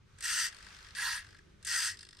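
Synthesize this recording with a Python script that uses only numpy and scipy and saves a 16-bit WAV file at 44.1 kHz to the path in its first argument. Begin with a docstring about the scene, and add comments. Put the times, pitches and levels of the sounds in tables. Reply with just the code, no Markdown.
"""Three short, rattling whirrs in a quiet room, with fast ticking between them and a thin whine in two.
A small hobby servo on a swinging toy robot runs three times, and its gear teeth rattle the plastic case.
Between runs it holds its load: drive pulses, up to 50 a second, each kick the gears into a short rattle.
Faint grinding of the creeping gears, low room rumble and soft hiss lie underneath."""
import sys
import numpy as np
from scipy import signal
from scipy.io import wavfile

SR = 44100
rng = np.random.default_rng(int(sys.argv[2]) if len(sys.argv) > 2 else 0)


def materialize(psi):
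    """Save the field psi as 16-bit PCM at rate SR to the path in sys.argv[1].

    A 1-D psi becomes a single channel; in a 2-D psi each row is a channel.
    """
    bounded = np.clip(np.atleast_2d(psi).T, -1, 1)
    quanta = np.round(bounded * 32767).astype(np.int16)
    wavfile.write(sys.argv[1], SR, quanta)


N = 97020
TIME = np.arange(N) / SR
LEFT_RIGHT = np.array([[1], [-1]])   # adds to the left channel, takes from the right


def amp(db):
    """Turn decibels into a factor to multiply by."""
    return 10 ** (np.asarray(db) / 20)


def rms_one(x):
    """Scale a signal to an average strength (rms) of 1."""
    return x / np.sqrt(np.mean(x ** 2) + 1e-20)


def at_hz(points, hz):
    """Read a table at one frequency, with octaves evenly spaced."""
    freqs, values = np.transpose(points)
    return np.interp(np.log(hz), np.log(freqs), values)


def gain_curve(points):
    """Join points of time and level into a gain for every sample."""
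    return amp(np.interp(TIME, *np.transpose(points)))


def filtered(x, order, hz, kind):
    """Keep the lows, the highs or a band; a higher order cuts more steeply."""
    return signal.sosfilt(signal.butter(order, hz, kind, fs=SR, output="sos"), x)


def drift(rate_hz):
    """A smooth random wobble of typical size 1."""
    r = np.exp(-80 * np.pi * rate_hz / SR)
    slow = signal.lfilter([1], [1, -2 * r, r * r], rng.standard_normal(N // 40 + 2002))[2000:]
    return np.interp(np.arange(N) / 40, np.arange(len(slow)), rms_one(slow))


def banded_noise(spectrum, wobble_db, rate_hz):
    """Stereo noise in half-octave bands, each wobbling in level on its own."""
    # how alike left and right are: f/Hz, likeness (1 = the same)
    likeness = [(25, 0.79), (60, 0.99), (125, 0.9), (250, 0.19), (500, 0.29), (2000, 0.35), (10000, 0.1)]
    out, edges = 0, 18 * 2 ** np.arange(0, 10.1, .5)
    white = rng.standard_normal((2, 2, N + SR // 2))
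    for k, (low, high) in enumerate(zip(edges, edges[1:])):
        hz = np.sqrt(low * high)
        if spectrum[0][0] <= hz <= spectrum[-1][0]:
            mid, side = filtered(white[k % 2], 2, [low, high], "band")[:, -N:]
            alike = at_hz(likeness, hz)
            band = np.sqrt(1 + alike) * mid + np.sqrt(1 - alike) * side * LEFT_RIGHT
            out = out + amp(at_hz(spectrum, hz) + wobble_db * drift(rate_hz)) * band
    return rms_one(out)


def rumble_and_hiss():
    """The quiet room: a slowly heaving rumble and a faint, flickering hiss."""
    # tone colour of each noise: f/Hz, relative level/dB
    rumble_colour = [(11, -34), (18, -4.5), (38, -4), (74, 2.5), (124, -7.5), (163, -5), (247, -25.5),
                     (316, -16), (385, -9.5), (422, -14.5), (540, -32), (700, -62), (910, -75),
                     (1540, -120)]
    hiss_colour = [(290, -30), (500, -27), (608, -14), (803, -20), (861, -16), (1140, -5), (1380, -13.5),
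                   (2190, -18.5), (8000, -37), (14000, -60)]
    rumble = amp(-61.5) * banded_noise(rumble_colour, wobble_db=2.0, rate_hz=4.0)
    return rumble + amp(-77.5) * banded_noise(hiss_colour, wobble_db=4.5, rate_hz=15.0)


def room_echo(x):
    """Sound bounces around the room: six repeating echoes a side, softer and duller each time."""
    fade_s, dull_hz = 0.18, 9300   # the echoes lose 60 dB in fade_s
    out, dull = np.zeros((2, N)), np.exp(-2 * np.pi * dull_hz / SR)
    for k, lag in enumerate((rng.uniform(.004, .03, size=12) * SR).astype(int)):
        loop, state = x.copy(), [0.]
        gain = amp(-60 * lag / SR / fade_s)
        for i in range(lag, N, lag):
            back, state = signal.lfilter([gain * (1 - dull)], [1, -dull], loop[i - lag:i], zi=state)
            loop[i:i + lag] += back[:N - i]
        out[k % 2] += (loop - x) * (-1) ** (k // 2)
    return out


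def creep():
    """Gears slip slowly under load and rub with a faint grinding noise."""
    # loudness of the grinding: t/s, level/dB
    loudness = [(0, -77), (.17, -66.5), (.2, -60), (.5, -57), (.62, -57.5), (.75, -55), (.9, -59),
                (.94, -59), (1.22, -59), (1.39, -68), (1.42, -69), (1.6, -70.5), (1.63, -65.5), (1.95, -63),
                (2.06, -70.5), (2.2, -69.5)]
    # its tone colour: f/Hz, relative level/dB
    colour = [(290, -50), (500, -11.5), (871, -17), (1160, -2), (1630, -4.5), (2230, -7.5), (5010, -11.5),
              (6570, -14.5), (8490, -21), (12300, -35), (15000, -51)]
    return gain_curve(loudness) * banded_noise(colour, wobble_db=1.0, rate_hz=60.0)


def whine():
    """A thin, wavering gear tone swells and fades while its pitch sags a little."""
    # whines: start/s, peak/s, end/s, start pitch/Hz, end pitch/Hz, peak level/dB
    whines = [(.36, .39, .49, 4910, 4770, -41), (1.73, 1.84, 1.92, 4930, 4800, -42)]
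    waver_hz, flutter_db = 12, 1.5
    out = 0
    for start, peak, end, from_hz, to_hz, db in whines:
        pitch = np.interp(TIME, [start, end], [from_hz, to_hz]) + waver_hz * drift(44.6)
        swell = np.sqrt(np.interp(TIME, [start, peak, end], [0, 1, 0]))
        tone = np.sin(2 * np.pi * np.cumsum(pitch) / SR)
        out = out + amp(db + flutter_db * drift(25.0)) * swell * tone
    return out


def tooth_contacts(per_s):
    """Teeth click at random and rub; row 0 is for both ears, row 1 for their difference."""
    sizes = amp(np.minimum(rng.exponential(1, N), 4))
    hits = rng.random(N) < per_s / SR
    clicks = rms_one(sizes * hits * rng.choice([-1, 1], (2, N)))
    friction = 0.34 * rng.standard_normal((2, N))
    return rms_one(clicks + friction)


def resonate(x, hz, width):
    """Let a signal ring at one pitch; a narrower width in Hz rings longer."""
    r = np.exp(-np.pi * width / SR)
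    gain = (1 - r * r) / 2
    return signal.lfilter([gain, 0, -gain], [1, -2 * r * np.cos(2 * np.pi * hz / SR), r * r], x)


def kicks():
    """Each drive pulse, and the clack as the gears reverse at the start of each run, takes up the slack in the
    gears: a hard first hit, then a dying rattle."""
    # kicks: t/s, relative level/dB, length/s, extra level of the low knock/dB
    pulses = [(0.1849, -52, 0.0076, -5), (0.2065, -40, 0.0046, -3), (0.224, -37, 0.0071, -4),
              (0.5255, -49, 0.005, 0), (0.5455, -49, 0.005, -2), (0.5654, -50, 0.0052, -3),
              (0.5841, -53, 0.0076, -4), (0.6031, -55, 0.0064, 2), (0.6257, -44, 0.0029, -5),
              (0.6455, -49, 0.0029, -5), (0.6654, -50, 0.0055, 1), (0.6856, -50, 0.0029, -3),
              (0.7031, -55, 0.0053, -1), (0.7252, -50, 0.0035, -3), (0.7462, -48, 0.004, -2),
              (0.7654, -48, 0.0035, -6), (0.7862, -49, 0.0042, -2), (0.8055, -51, 0.0033, -4),
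              (0.8262, -49, 0.0042, -6), (0.8457, -47, 0.0034, -2), (0.8661, -47, 0.0046, -3),
              (0.8862, -47, 0.0036, -5), (0.9062, -48, 0.0033, -6), (0.9496, -39, 0.0072, -2),
              (1.2235, -55, 0.0055, -1), (1.244, -52, 0.0064, 0), (1.2661, -51, 0.0042, -3),
              (1.2867, -52, 0.0037, -2), (1.3057, -54, 0.006, -8), (1.3254, -56, 0.0057, 4),
              (1.3462, -55, 0.005, 6), (1.366, -55, 0.0064, -5), (1.3862, -52, 0.0033, 3),
              (1.6267, -52, 0.0069, -5), (1.6485, -41, 0.004, -4), (1.6664, -41, 0.006, -4),
              (1.9707, -47, 0.0043, -14), (1.9875, -52, 0.003, -2), (1.9907, -45, 0.0058, -10),
              (2.0077, -44, 0.0049, -12), (2.0165, -52, 0.003, -10), (2.0275, -45, 0.008, -4),
              (2.0491, -46, 0.0046, -18), (2.0667, -53, 0.0066, -5), (2.0882, -43, 0.0038, -9),
              (2.1081, -48, 0.0032, -12), (2.1278, -45, 0.0033, -4), (2.148, -52, 0.0044, -6),
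              (2.1684, -47, 0.0043, -11), (2.184, -56, 0.003, -8), (2.1885, -48, 0.0045, -6)]
    # strength of their treble: t/s, relative level/dB
    treble_levels = [(.2, 3.5), (.5, -1), (.66, -3), (.72, -8), (.92, -8), (.95, -4), (1.22, -6),
                     (1.4, -5.5), (1.63, 3), (1.65, 12), (1.97, -1), (2.2, -7)]
    # strength of a gear that rings on after a kick: t/s, relative level/dB
    ring_levels = [(1.4, -15), (1.95, 2), (2.2, 0)]
    rise_s, settle_s = .0005, 0.014
    rattle = tooth_contacts(per_s=1800)
    bursts = knock = snap = 0
    for start, db, length, knock_db in pulses:
        age = np.maximum(TIME - start, 0)
        dying = np.exp(-(age / length) ** 2) + 0.22 * np.exp(-age / settle_s)
        shape = np.minimum(age / rise_s, 1) * dying
        burst = shape * rattle
        burst *= np.sqrt(np.sum(shape ** 2) / np.sum(burst ** 2, axis=1, keepdims=True))
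        burst[0, int((start + rise_s) * SR)] += 5.0   # the hard first hit
        burst *= amp(db - 5.5)
        bursts = bursts + burst
        knock = knock + amp(knock_db + 1.5) * burst
        snap = snap + amp(-23.5 + .8 * (db + 40)) * burst[0]   # harder kicks snap brighter
    treble = gain_curve(treble_levels)
    snap = treble * filtered(snap, 2, [5150, 11300], "band")
    ring = gain_curve(ring_levels) * resonate(bursts[0], hz=4940, width=83)
    tick = amp(-16) * filtered(bursts[0], 2, [2200, 5500], "band")
    # three signals shake the case's low, middle and high pitches; the rest is heard directly
    return (knock, bursts, treble * bursts), snap + ring + tick


def plastic_case(rattle, slowdown_db, knock, kick_middle, kick_treble):
    """Teeth and kicks make the case ring; each run it turns another face to the listener."""
    # pitches the case rings at: f/Hz, width/Hz, gain in runs 1, 2, 3/dB, kick gain/dB, left over right/dB
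    resonances = [(851.5, 63, -23.5, -16.5, -23.5, -52, -4.5), (988, 61, -17.5, -8, -17, -39, 1.5),
                  (1356, 103, -3.5, -4.5, -7, -5, 2.5), (1528, 141, -4, -7.5, -6.5, -0.5, 3),
                  (1658, 47.4, 0.5, 4, 0, 5.5, 1), (1775, 106, 0.5, 1, -1.5, 2.5, 3.5),
                  (1904, 93, 2.5, 1.5, 1.2, 1, 4), (2762, 153, -6.5, -8, -9.5, -8, 3.5),
                  (3023, 64, -3.5, -8.5, -7.5, -13.5, 5), (3350, 660, -12, -11, -12.5, -6, 4),
                  (4418, 367, -6.5, -8.5, -7.5, -6.5, 2.5), (4870, 145, -4, -7.5, -4, -6, 11.5),
                  (5060, 160, -9.5, -13, -5, -4, 1), (5436, 380, -4, -11, -6, -8, 1),
                  (6106, 116, -4.5, -16, -7.5, -9.5, -5.5), (6325, 70, -1.5, -18, -1, -11.5, 7),
                  (6930, 1220, -19, -21.5, -20.5, -22, 22), (7660, 430, -5.5, -17, -5, -8, 0),
                  (8426, 427, -1, -11.5, -4, -5.5, -0.5), (9250, 37, -13, -9, -12, -16, 10),
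                  (9120, 270, -16, -12, -9, -15, 0), (10420, 1800, -15, -19, -17, -21, 2),
                  (11250, 78, -16, -22, -13, -26, 2.5), (11450, 240, -24, -29, -26, -30, -7),
                  (12960, 2000, -19, -23.5, -21, -61.5, 0.5)]
    turn_times = [.58, .86, 1.36, 1.64]   # start and end of two turns, in seconds
    centre_hz, damped_width_hz = 2570, 150
    stereo_share = np.linspace(.12, .5, len(resonances))
    lead_radians = np.linspace(0.078, 0.45, len(resonances))
    out = np.zeros((2, N))
    for k, (hz, width, first, second, third, kick_db, pan_db) in enumerate(resonances):
        octaves = np.log2(hz / centre_hz)
        fade_db = slowdown_db * max(.2 * octaves, -octaves ** 3)   # slow gears lose treble and bass
        face_db = np.interp(TIME, turn_times, [first, second, second, third])
        running = resonate(amp(face_db + fade_db + 1.6 * drift(15.5)) * rattle, hz, width)
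        kick = knock if hz < 2300 else kick_middle if hz < 5800 else kick_treble
        kicked = resonate(amp(kick_db) * kick, hz, max(width, damped_width_hz))   # loaded gears damp it
        mid, side = (running + kicked) * (-1) ** k
        # the wave reaches one side slightly ahead of the other
        lead = lead_radians[k] * np.gradient(mid) / np.sin(2 * np.pi * hz / SR)
        side = stereo_share[k] * side - lead
        out += (mid + side * LEFT_RIGHT) * amp(pan_db / 2 * LEFT_RIGHT)
    return out


def servo():
    """Gear teeth rattle the case in three runs, and drive pulses kick it in between."""
    # gear rattle, one list a run: t/s, relative level/dB, left over right/dB
    runs = [
        [(.211, -51.5, 2), (.229, -52.5, -3), (.238, -40, -2.5), (.252, -38, -1), (.33, -36, 0),
         (.416, -36, -1.5), (.466, -38.5, 2), (.488, -45.5, -3), (.505, -61.5, 7)],
        [(.956, -45, 2.5), (.972, -41, -8), (1.0, -39, -1.5), (1.036, -34.5, -4.5), (1.1, -35, -4),
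         (1.164, -38.5, -2), (1.19, -43.5, -1.5), (1.228, -55.5, 3)],
        [(1.654, -44.5, -2.5), (1.665, -50, 2), (1.672, -39, -1.5), (1.69, -38.5, 0), (1.766, -33.5, -0.5),
         (1.872, -35.5, -1), (1.914, -44.5, 0.5), (1.94, -51.5, 0), (1.96, -60, 0)],
    ]
    full_speed_db, roughness_db = -38.5, .8
    level_db = sum(np.interp(TIME, *np.transpose(run)[:2], left=0, right=0) for run in runs)
    is_running = level_db < 0
    rattle = tooth_contacts(per_s=4000) * is_running * amp(level_db + roughness_db * drift(40.0))
    slowdown_db = np.minimum(level_db - full_speed_db, 0)
    case_kicks, direct_kicks = kicks()
    out = plastic_case(rattle, slowdown_db, *case_kicks) + direct_kicks
    out = filtered(out, 4, 844, "high")
    out = filtered(out, 1, 10300, "low")
    times, _, pan_db = np.concatenate(runs).T
    return amp(15.0) * out * amp(np.interp(TIME, times, pan_db) / 2 * LEFT_RIGHT)


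def scene():
    """The servo and its echo over grinding, rumble and hiss."""
    near = servo() + whine()
    return near + amp(-17) * room_echo(near.mean(axis=0)) + creep() + rumble_and_hiss()


def record(dry):
    """Cut away the very highest treble."""
    cutoff_hz = 16400
    return signal.sosfilt(signal.cheby2(12, 70, cutoff_hz, fs=SR, output="sos"), dry)


dry = scene()
out = record(dry)
materialize(out)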